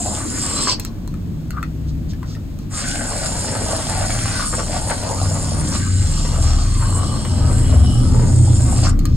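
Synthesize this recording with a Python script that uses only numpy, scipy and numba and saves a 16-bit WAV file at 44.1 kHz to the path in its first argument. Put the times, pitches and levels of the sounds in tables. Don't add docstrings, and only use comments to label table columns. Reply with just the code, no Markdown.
import sys
import numpy as np
from scipy import signal
from scipy.fft import rfft, irfft
from scipy.io import wavfile
from scipy.ndimage import uniform_filter1d, map_coordinates
from numba import njit

SR = 44100
rng = np.random.default_rng(int(sys.argv[2]) if len(sys.argv) > 2 else 0)


def store_pcm(level_fs):
    pcm = np.round(np.clip(level_fs, -1, 1) * 32767).astype(np.int16)
    wavfile.write(sys.argv[1], SR, np.atleast_2d(pcm).T)


N = 403956
T = np.arange(N) / SR

# opens t/s, closes t/s
VALVE_PRESSES = [(-.2, 0.732), (2.698, 8.9)]
# t/s, hiss level/dB, wet hiss over it level/dB
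NOZZLE_FLOW = [(0.02, -22, -16), (0.168, -24.5, -13.5), (0.208, -26, -15.5), (0.326, -27.5, -11.5),
               (0.432, -23, -10), (0.66, -24, -5), (2.8, -22, -7), (2.85, -30, -2.5), (2.88, -26.5, -3.5),
               (3.0, -27.5, -9), (4.46, -28.5, -4), (4.49, -27.5, -8.5), (5.01, -32, -5),
               (5.36, -26, -12.5), (5.58, -34, -4.5), (5.77, -24, -13.5), (5.92, -31.5, -9.5),
               (6.12, -28.5, -7.5), (6.91, -33, -6.5), (6.97, -30.5, -10.5), (7.06, -34, -6.5),
               (7.48, -35, -5.5), (7.54, -31, -10), (8.01, -37, -3.5), (8.27, -32, -9),
               (8.82, -28.5, -11.5)]
# f/Hz (the first slides instead), nominal width/Hz, base level/dB
NOZZLE_MODES = [(7250, 1100, 0), (8400, 1200, -1), (9450, 800, 4), (10100, 600, -8), (11200, 1000, -25),
                (12200, 800, -25), (15000, 2500, -32)]
# t/s, lowest resonance f/Hz,
# level/dB added to the second resonance, level/dB added to the third and fourth
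HISS_COLOUR = [(0.02, 7220, -2.5, -9), (0.36, 7140, -3, -3.5), (0.46, 7400, -0.5, -10),
               (0.71, 7550, -2.5, -13), (2.78, 7140, 1.5, -5), (3.28, 7200, -1.5, -1.5),
               (4.39, 7080, 2, 1.5), (4.68, 7200, 1, -2.5), (4.93, 7040, 1.5, 2), (5.35, 7280, -6.5, -6),
               (5.59, 7100, 3, 0.5), (5.74, 7230, -3, -5), (5.92, 7230, 0, -11), (6.36, 7320, -1.5, -5.5),
               (6.73, 7200, 2.5, -7), (6.85, 7470, 1, 0.5), (6.95, 7450, 4.5, -5), (7.99, 7500, 0, 1.5),
               (8.19, 7200, 2, -4.5), (8.78, 7400, 1.5, -6), (8.88, 7240, 0, -10)]
# f/Hz, nominal width/Hz, relative level/dB
WET_HIGH_MODES = [(4223, 750, -3), (4890, 1100, -2.5), (5360, 1040, -0.5), (6200, 570, -5)]
WET_LOW_MODES = [(2795, 760, 3.5), (3420, 1120, 5.5)]
# f/Hz, nominal width/Hz, relative level/dB
SPOUT_DEEP_MODES = [(579, 365, 0.94), (852, 133, 0.056)]
SPOUT_MID_MODES = [(1162, 253, 0)]
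SPOUT_HIGH_MODES = [(1498, 230, 7.2), (1910, 1090, 0.9)]
# t/s, deep level/dB, middle level/dB, high level/dB
GURGLE_LEVELS = [(0.02, -30.5, -57, -50), (0.034, -48, -52, -49), (0.06, -28, -60, -50),
                 (0.132, -30.5, -40, -45), (0.28, -46, -43.5, -43), (0.578, -34.5, -35, -39),
                 (0.64, -40, -33, -42), (0.69, -33, -27, -37), (0.72, -35, -37, -45),
                 (2.75, -35.5, -31.5, -33.5), (2.92, -39.5, -55, -33), (3.09, -33, -43.5, -40),
                 (3.5, -32, -44, -39), (3.75, -26.5, -35.5, -40.5), (3.84, -39, -39, -44),
                 (3.94, -27, -42, -35.5), (4.1, -31.5, -42, -36), (4.21, -37, -46, -39),
                 (4.43, -36, -30, -34.5), (4.5, -43, -44, -52), (4.54, -33.5, -34, -29),
                 (4.57, -39, -51, -57), (4.59, -31, -31, -32.5), (4.65, -41, -44, -51),
                 (4.71, -32.5, -45, -43), (4.76, -31, -37, -39), (4.88, -32.5, -46, -48),
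                 (4.91, -24.5, -39, -31), (4.93, -30, -35, -40), (5.0, -37, -46, -43),
                 (5.11, -28, -37.5, -48), (5.2, -37, -37, -48), (5.22, -32.5, -36, -45),
                 (5.64, -38.5, -44, -44.5), (5.74, -36, -38, -41), (5.83, -46, -47, -38),
                 (5.85, -54, -38, -43), (5.98, -45, -52, -43), (6.19, -37.5, -39, -45),
                 (6.22, -39, -50, -50), (6.48, -36, -36.5, -44), (6.65, -41.5, -41, -48),
                 (6.77, -52, -42, -47), (6.83, -42, -35.5, -42), (6.92, -34.5, -36.5, -46.5),
                 (7.29, -39, -45, -49.5), (7.5, -27.5, -31, -41), (7.53, -34.5, -42, -42),
                 (8.08, -37, -43.5, -52), (8.21, -33, -42.5, -46), (8.42, -38.5, -52.5, -51),
                 (8.83, -34, -40.5, -42), (8.86, -37, -36, -42.5)]
# centre t/s, length/s, rise level/dB before sharing
SPURTS = [(0.683, 0.044, 8.5), (2.896, 0.15, -3), (4.404, 0.052, 3), (4.58, 0.044, 4.5), (5.748, 0.06, 9),
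          (6.457, 0.11, 4), (6.885, 0.2, 0), (7.47, 0.074, -1), (8.851, 0.059, 15.5)]
SPURT_SHARES = [0.029, 0.87, 0.7, 0.12, 0.22, 0.28]
# from t/s, to t/s, from f/Hz, to f/Hz, level/dB
WHISTLES = [(6.0, 6.75, 1150, 1170, -46), (6.75, 7.25, 1170, 1190, -43), (6.3, 8.1, 3210, 3290, -53),
            (6.8, 8.1, 2930, 2980, -51), (5.8, 6.6, 2880, 2820, -53), (5.85, 7.8, 4200, 4290, -50.5),
            (7.25, 7.65, 930, 950, -44), (.692, .733, 4550, 4600, -29), (.55, .7, 4100, 4400, -36)]
# t/s, envelope peak level/dB, starting f/Hz
BURSTS = [(2.955, -25, 681), (3.018, -24, 580), (3.121, -21, 1030), (3.189, -24, 608), (3.218, -24, 581),
          (3.246, -19.5, 614), (3.291, -19, 626), (3.444, -28, 910), (3.483, -31, 624), (3.565, -20, 613),
          (3.662, -20, 635), (3.686, -20, 692), (3.708, -21, 607), (3.732, -14, 620), (3.82, -28, 614),
          (3.868, -20, 695), (3.973, -22, 719), (4.256, -19, 1200), (4.279, -25, 1300), (4.398, -23, 1200),
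          (4.535, -19, 1230), (4.581, -20.5, 610), (4.695, -18, 600), (4.716, -29, 668), (4.741, -18, 665),
          (4.765, -13.5, 690), (4.846, -30, 590), (4.899, -18, 856), (5.034, -20, 610), (5.096, -17, 800),
          (5.131, -20, 840), (5.215, -16.5, 690), (5.312, -19, 575), (5.37, -22, 640), (5.433, -24, 594),
          (5.478, -28, 654), (5.519, -20, 598), (5.686, -26, 486), (6.384, -21, 594), (6.827, -22, 1250),
          (6.871, -28, 1090), (6.926, -21, 1110), (7.159, -36, 1190), (7.25, -24, 974), (7.462, -27, 530),
          (7.74, -22, 470), (8.476, -23, 760), (8.725, -18.5, 700), (8.832, -23, 625), (8.869, -15, 1260)]
# t/s, peak level/dB, centre f/Hz
SNAPS = [(2.9562, -16, 1540), (3.016, -24, 1600), (3.99, -31, 1540), (4.05, -27, 1500), (4.1045, -15, 1560),
         (4.145, -24, 1700), (4.1887, -14, 1540), (4.2807, -15, 1400), (4.398, -23, 1300),
         (4.5405, -33, 1500), (4.583, -32, 1530), (4.766, -28, 1000), (4.8988, -12.5, 2000),
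         (5.035, -18, 700), (5.728, -22, 1270), (6.453, -24, 1130), (7.251, -24, 985)]
# t/s, nominal body level/dB, crack over it level/dB, body f/Hz
KNOCKS = [(0.797, -42, 9, 1200), (0.849, -32, -5, 1310), (1.076, -34, -15.5, 970), (1.14, -35.5, -21, 1280),
          (1.506, -27.5, -16.5, 1440), (1.628, -17.5, -26.5, 1340), (2.134, -38.5, -19, 1690),
          (2.2294, -27, -28, 1050), (2.35, -36.5, -20, 1860), (2.588, -44.5, -8, 1250),
          (8.991, -46, 5, 1130), (9.054, -24.5, -11.5, 1214)]
# multiple of the body pitch [ratio], level/dB, t60/s
CAN_BODY_MODES = [(1, 5.5, 0.02), (1.4, 5, 0.0099), (1.9, -1, 0.012), (2.6, 3, 0.0037)]
# nominal f/Hz before it is scaled in knocks(), level/dB, t60/s
CAN_TOP_MODES = [(4600, 12.5, 0.021), (7460, -9, .008)]
# t/s, length/s, level/dB
SLOSHES = [(1.528, 0.039, -39), (1.563, 0.031, -27), (1.601, 0.053, -52), (2.215, 0.048, -43),
           (2.27, 0.025, -52), (2.3, .045, -52), (2.364, 0.011, -43.5), (8.906, 0.15, -68)]
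# t/s, length/s, level/dB
BRUSHES = [(.74, 0.061, -54), (.805, 0.055, -42), (.855, 0.033, -42), (1.87, .04, -47.5),
           (2.084, 0.047, -43.5), (2.252, 0.12, -44.5), (2.58, 0.075, -54.5), (9.003, 0.57, -45.5)]
# f/Hz midway through the pitch shift, share of the shift [ratio, negative rises]
VEHICLE_TONES = [(34, 0.4), (74, 0.99), (93.5, 0.98), (115, -.7)]
# t/s, then level/dB of each tone in turn
VEHICLE_TONE_LEVELS = [(0.0, -41, -40, -33, -53), (0.07, -44, -34.5, -36, -40), (1.04, -35, -49, -40, -38),
                       (2.04, -43, -41, -36, -51), (3.49, -34, -39, -31.5, -41), (3.82, -39, -33, -33, -34),
                       (4.03, -26.5, -40, -19, -49), (4.15, -28, -38, -34.5, -32),
                       (4.89, -32, -34.5, -31, -40), (5.02, -42, -51, -37, -46),
                       (5.27, -30, -30, -21.5, -34), (5.38, -28, -50, -26.5, -37),
                       (5.43, -36, -34, -30, -35), (5.94, -36, -22, -19.5, -27),
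                       (6.04, -23, -18, -17.5, -30), (6.22, -20.5, -29, -35, -36),
                       (6.45, -23, -14, -17, -27), (6.62, -18.5, -20.5, -26, -23),
                       (6.98, -23.5, -28, -13.5, -29), (7.18, -26, -25, -29.5, -29),
                       (7.29, -35, -29, -17, -27.5), (7.59, -15, -22, -19.5, -23.5),
                       (7.8, -26, -14, -15, -31), (7.98, -20, -27, -30, -13.5),
                       (8.13, -20, -19, -13.5, -27), (8.18, -16, -24, -21, -14),
                       (8.51, -28, -20, -18.5, -16), (8.95, -17, -25, -17.5, -21),
                       (9.0, -16, -26, -29, -27), (9.15, -21, -14.5, -11, -18.5)]
# from t/s, to t/s, from f/Hz, to f/Hz, nominal level/dB
BRIEF_TONES = [(1.065, 1.393, 177, 177, -30.5), (1.396, 2.276, 154.4, 155.1, -30.5),
               (1.55, 2.296, 64.7, 65.5, -29), (5.1, 6.4, 155, 146, -29), (7.55, 8.44, 254.7, 255, -28),
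               (8.8, 9.2, 262, 262, -31), (6.85, 7.0, 178, 178, -29), (7.25, 7.42, 178, 178, -28),
               (8.3, 8.75, 328, 328, -34), (7.29, 8.88, 125.4, 123.3, -22)]
# t/s, reference rumble level/dB
APPROACH = [(0.0, -34.5), (0.43, -33.5), (2.14, -28.5), (2.19, -31), (6.1, -28.5), (7.19, -27), (8.27, -21),
            (8.32, -27), (9.16, -22)]
# offset from the starting level/dB, growth [dB per dB of approach]
RUMBLE_BANDS = [(-13, 1.5), (-7, 1.5), (-4, 1.0)]
# t/s, level/dB
MURMUR_LEVELS = [(0.0, -32.5), (0.12, -28), (0.18, -40), (0.25, -28), (0.48, -35), (0.61, -28.5),
                 (0.69, -34.5), (2.68, -44.5), (2.98, -32), (3.11, -42), (3.54, -36), (6.75, -35.5),
                 (7.72, -28.5), (9.15, -32)]
# f/Hz, relative level/dB
RUMBLE_COLOUR = [(12, -5), (26, 17.5), (38, 9), (55, 8.5), (95, 8), (140, 5), (180, 1.5), (250, 0),
                 (320, -4), (400, -16), (600, -24.5), (1000, -78)]
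# f/Hz, likeness [0 to 1]
RUMBLE_LIKENESS = [(30, .99), (100, .93), (200, .7), (400, .6)]
# f/Hz, relative level/dB
ROOM_HISS_COLOUR = [(300, 1.5), (600, -0.5), (1000, -8), (2000, -13.5), (4500, -15), (8000, -20),
                    (16000, -23)]
# f/Hz, level/dB relative to the direct sound
ECHO_COLOUR = [(300, -11.5), (650, -4), (900, -5), (2000, 0), (3500, -2), (5500, -1), (7000, -12),
               (12000, -22)]
# f/Hz, lag of the left port [samples]
PORT_LAG = [(150, -2), (400, 2.5), (1000, 1.8), (2500, 1.8), (4400, 2.6), (5500, 4.4), (6600, 6.1),
            (7400, 6.0), (10500, 6.3), (13500, 6.5)]
# f/Hz, left minus right level/dB
PORT_TILT = [(60, 1.2), (300, 1.5), (700, 2), (1300, 4.5), (2400, 2.5), (4400, -1), (8000, .2)]

OPEN_S, CLOSE_DB_PER_S = 0.17, 1100
DRIBBLE_DB, DRIBBLE_DB_PER_S = -9, 50
NOZZLE_DRIFT, WET_DRIFT = .008, .018
HISS_FLICKER_DB, MID_FLICKER_DB = 1, 2
DROPLET_CLUMPS_DB, HISS_CLUMPS_DB = 1.6, 2
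WET_LOW_DB = -8.5
MOUND_ECHO_S, MOUND_ECHO_DB, MOUND_WANDER = .0029, -10, .05
BLURT_DB, BLURT_S = 0.5, 0.02
WHISTLE_WIDTH_SHARE, WHISTLE_FLICKER_DB, WHISTLE_FADE = .045, 3, .2
SNAP_S = 0.0026
CRACK_S, CRACK_TAIL_S, CRACK_TAIL_DB = .0013, .007, -16
SLOSH_HZ, SLOSH_WIDTH_HZ = 1246, 270
BRUSH_HZ, BRUSH_WIDTH_HZ = 4930, 4300
SHIFT_S, SHIFT_SPAN_S, PITCH_SHIFT = 5.8, 1.9, .058
WAVER_DB, WAVER_PER_S, WAVER_HZ, WAVER_PAN_DB_PER_HZ = 2.8, 8, 1.2, -0.016
RUMBLE_SWELL_DB = 1.3
MAINS_HZ, MAINS_DB, ROOM_HISS_DB = 49.4, -37, -44.5
ROOM_T60_S, ROOM_CHANGES_S = 0.13, .12
TOP_HZ = 16000


def undb(db):
    return 10 ** (np.asarray(db) / 20)


def unit(x):
    return x / np.sqrt(np.mean(x ** 2))


def along(table, hz):
    table_hz, values = np.transpose(table)
    return np.interp(np.log(hz + 1), np.log(table_hz), values)


def curves(table):
    s, *columns = np.transpose(table)
    return [np.interp(T, s, column) for column in columns]


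@njit
def svf(x, hz, width):
    y, band, low = np.empty(len(x)), 0., 0.
    for i in range(len(x)):
        g, damping = np.tan(np.pi * hz[i] / SR), width / hz[i]
        v = (band + g * (x[i] - low)) / (1 + g * (g + damping))
        band, low, y[i] = 2 * v - band, low + 2 * g * v, damping * v
    return y


def steep_band(x, hz, width):
    return svf(svf(x, hz, width), hz, width)


def walk(rate):
    k = int(SR / rate)
    held = np.repeat(rng.standard_normal(N // k + 1), k)
    return 1.333 * uniform_filter1d(uniform_filter1d(held, k), k)[:N]


def add(out, s, piece):
    i = int(s * SR)
    out[i:i + len(piece)] += piece[:N - i]


def valve(close_db_per_s):
    gain = 0
    for opens, closes in VALVE_PRESSES:
        swell = np.clip((T - opens) / OPEN_S, 0, 1) ** 0.78
        gain = gain + swell * undb(np.clip(close_db_per_s * (closes - T), -150, 0))
    return gain


def sputter(per_s, spread_db, smooth, clumps_db):
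    size = undb(spread_db * np.minimum(rng.exponential(size=N), 4) + clumps_db * walk(40))
    popping = rng.random(N) < per_s / SR
    return unit(popping * size * rng.standard_normal(N)) + smooth * rng.standard_normal(N)


def cavity(drive, modes, drift, flicker_db, rate):
    out = 0
    for hz, width, db in modes:
        centre = hz * (1 + drift * walk(5.5))
        own = drive * rng.choice([-1., 1.], size=N)
        out = out + undb(db + flicker_db * walk(rate)) * steep_band(own, centre, 0.97 * width)
    return unit(out)


def nozzle():
    low_hz, second_db, third_db = curves(HISS_COLOUR)
    modes = [(low_hz, *NOZZLE_MODES[0][1:])]
    lifts_db = [second_db, third_db, third_db, 0, 0, 0]
    for (hz, width, db), lift_db in zip(NOZZLE_MODES[1:], lifts_db):
        modes.append((hz, width, db + lift_db))
    turbulence = sputter(per_s=2700, spread_db=2.0, smooth=0.97, clumps_db=HISS_CLUMPS_DB)
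    hiss = cavity(turbulence, modes, NOZZLE_DRIFT, flicker_db=HISS_FLICKER_DB, rate=16)
    late = T - MOUND_ECHO_S * (1 + MOUND_WANDER * walk(1.3))
    return unit(hiss + undb(MOUND_ECHO_DB) * map_coordinates(hiss, [late * SR], mode="mirror"))


def jet_and_froth():
    froth = sputter(per_s=1300, spread_db=2.5, smooth=0.44, clumps_db=1.0)
    droplets = sputter(per_s=2000, spread_db=4.0, smooth=0.79, clumps_db=DROPLET_CLUMPS_DB)
    layers = np.array([nozzle(),
                       cavity(droplets, WET_HIGH_MODES, WET_DRIFT, flicker_db=1.0, rate=14),
                       cavity(droplets, WET_LOW_MODES, WET_DRIFT, flicker_db=1.5, rate=14),
                       cavity(froth, SPOUT_DEEP_MODES, 0.085, flicker_db=0.5, rate=17),
                       cavity(froth, SPOUT_MID_MODES, 0.037, flicker_db=MID_FLICKER_DB, rate=24),
                       cavity(froth, SPOUT_HIGH_MODES, 0.0052, flicker_db=1.5, rate=20)])
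    jet = valve(CLOSE_DB_PER_S)
    spout = np.maximum(jet, undb(DRIBBLE_DB) * valve(DRIBBLE_DB_PER_S))
    hiss_db, wet_db = curves(NOZZLE_FLOW)
    upper_wet_db = hiss_db + wet_db
    burst_s = [s for s, *_ in BURSTS]
    since_burst = T - np.array([-1] + burst_s)[np.searchsorted(burst_s, T)]
    blurt_db = BLURT_DB * np.exp(-(since_burst / BLURT_S) ** 2)
    gurgle_db = np.array(curves(GURGLE_LEVELS)) + blurt_db * np.array([[1], [.6], [.3]])
    spurt_db = sum(db * np.exp(-(2 * (T - s) / length) ** 2) for s, length, db in SPURTS)
    level_db = np.array([hiss_db, upper_wet_db, upper_wet_db + WET_LOW_DB, *gurgle_db])
    level_db = level_db + np.outer(SPURT_SHARES, spurt_db)
    return (np.array([jet] * 3 + [spout] * 3) * undb(level_db) * layers).sum(axis=0)


def tone(hz, db):
    phase = 2 * np.pi * (np.cumsum(hz + WAVER_HZ * walk(9)) / SR + rng.random())
    pan_db = WAVER_PAN_DB_PER_HZ * hz * walk(1.95) * np.array([[.5], [-.5]])
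    return np.sqrt(2) * undb(db + WAVER_DB * walk(WAVER_PER_S) + pan_db) * np.sin(phase)


def drone():
    out = 0
    shift = PITCH_SHIFT * np.tanh((T - SHIFT_S) / SHIFT_SPAN_S)
    for (hz, share), db in zip(VEHICLE_TONES, curves(VEHICLE_TONE_LEVELS)):
        out = out + tone(hz * (1 - share * shift), db)
    for start, end, from_hz, to_hz, db in BRIEF_TONES:
        fade = np.clip(np.minimum(T - start, end - T) / 0.39 + .5, 0, 1)
        out = out + fade * tone(np.interp(T, [start, end], [from_hz, to_hz]), db)
    return out


def wide_noise(colour, alike):
    hz = np.fft.rfftfreq(N, 1 / SR)
    mid, side = rfft(rng.standard_normal((2, N))) * undb(along(colour, hz))
    c = np.clip(along(alike, hz), 0, 1)
    return np.array([np.sqrt(1 + c) * mid + sign * np.sqrt(1 - c) * side for sign in (1, -1)]), hz


def rumble_and_murmur():
    spec, hz = wide_noise(RUMBLE_COLOUR, RUMBLE_LIKENESS)
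    under = [0] + [1 / (1 + (hz / edge) ** 6) for edge in (45, 140, 260)] + [1]
    shares = np.diff(np.broadcast_arrays(*under), axis=0)
    near_db, = curves(APPROACH)
    levels_db = [near_db[0] + db + growth * (near_db - near_db[0]) for db, growth in RUMBLE_BANDS]
    levels_db += curves(MURMUR_LEVELS)
    out = 0
    for share, level_db in zip(shares, levels_db):
        band = unit(irfft(spec * np.sqrt(share), N))
        out = out + undb(level_db + RUMBLE_SWELL_DB * walk(3.59)) * band
    return out


def mains_hum():
    return undb(MAINS_DB) * np.sqrt(2) * np.sin(2 * np.pi * MAINS_HZ * T)


def room_hiss():
    spec, _ = wide_noise(ROOM_HISS_COLOUR, [(300, 0.84), (3000, 0.023), (8000, 1.0)])
    return undb(ROOM_HISS_DB) * unit(irfft(spec, N))


def room(x):
    hop, t = int(SR * ROOM_CHANGES_S), T[:int(SR * .3)]
    out, padded = np.zeros((2, N + 4 * hop + len(t))), np.pad(x, (hop, 2 * hop))
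    window = np.sqrt(np.hanning(2 * hop))
    for i in range(0, N + hop, hop):
        decay = np.exp(-np.log(1000) * t / ROOM_T60_S) * (t > .005)
        tail = rng.standard_normal((2, len(t))) * decay
        tail = tail / np.sqrt((tail ** 2).sum(axis=1, keepdims=True))
        echo = signal.fftconvolve([padded[i:i + 2 * hop] * window], tail, axes=1)
        out[:, i:i + echo.shape[1]] += echo
    colour = undb(along(ECHO_COLOUR, np.fft.rfftfreq(N, 1 / SR)))
    return irfft(rfft(out[:, hop:hop + N]) * colour, N)


def whistles():
    out = 0
    for start, end, from_hz, to_hz, db in WHISTLES:
        length = end - start
        centre = np.interp(T, [start, end], [from_hz, to_hz]) * (1 + 0.0067 * walk(6.9))
        width = max(WHISTLE_WIDTH_SHARE * from_hz, 30 / length)
        band = unit(steep_band(rng.standard_normal(N), centre, width))
        fade = np.clip(np.minimum(T - start, end - T) / (WHISTLE_FADE * length) + .5, 0, 1)
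        out = out + fade * undb(db + WHISTLE_FLICKER_DB * walk(13)) * band
    return out


def rubbing(table, hz, width):
    out = np.zeros(N)
    noise = unit(steep_band(rng.standard_normal(N), np.full(N, 1. * hz), 1. * width))
    for s, length, db in table:
        n = int(length * SR)
        add(out, s, undb(db) * np.hanning(n) ** 0.38 * np.roll(noise, -int(s * SR))[:n])
    return out


def ring(modes, pitch_hz):
    t = T[:SR // 8]
    return sum(undb(db) * np.sin(2 * np.pi * hz * pitch_hz * t) * np.exp(-np.log(1000) * t / t60)
               for hz, db, t60 in modes)


def knocks():
    out, t = np.zeros(N), T[:SR // 8]
    contact = 1 - np.exp(-t / 0.00097)
    crack_decay = np.exp(-t / CRACK_S) + undb(CRACK_TAIL_DB) * np.exp(-t / CRACK_TAIL_S)
    for s, db, top_db, hz in KNOCKS:
        noise = rng.standard_normal(len(t))
        crack = svf(noise, np.full(len(t), 7000.), 9400.0) * crack_decay
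        top = 20.0 * crack + ring(CAN_TOP_MODES, 0.92)
        add(out, s, undb(db) * contact * (ring(CAN_BODY_MODES, hz) + undb(top_db) * top))
    return out


def handling():
    brushes = rubbing(BRUSHES, BRUSH_HZ, BRUSH_WIDTH_HZ)
    return brushes + knocks() + rubbing(SLOSHES, SLOSH_HZ, SLOSH_WIDTH_HZ)


def bursts():
    out, t = np.zeros(N), T[:SR // 30]
    for s, db, hz in BURSTS:
        cycles = t * hz / 0.98
        envelope = cycles * np.exp(1 - cycles)
        add(out, s, undb(db) * envelope * np.sin(2 * np.pi * hz * t * (1 + 6 * t)))
    return out


def snaps():
    out, t = np.zeros(N), T[:SR // 30]
    for s, db, hz in SNAPS:
        noise = rng.standard_normal(len(t))
        snap = svf(noise * np.exp(-t / SNAP_S), np.full(len(t), 1. * hz), 0.87 * hz)
        add(out, s, undb(db) * snap / np.abs(snap).max())
    return out


def scene():
    can = jet_and_froth() + whistles() + bursts() + snaps()
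    hand = handling()
    echoes = room(can + undb(-2.0) * hand)
    low_sounds = drone() + rumble_and_murmur()
    return can + hand + echoes + low_sounds + mains_hum() + room_hiss()


def record(dry):
    hz = np.fft.rfftfreq(N, 1 / SR)
    left = undb(along(PORT_TILT, hz) / 2) * np.exp(-1j * np.pi * hz * along(PORT_LAG, hz) / SR)
    ports = np.tanh(irfft(rfft(dry) * np.array([left, 1 / left]), N))
    return signal.sosfilt(signal.ellip(10, .2, 70, TOP_HZ, fs=SR, output="sos"), ports)


dry = scene()
out = record(dry)
store_pcm(out)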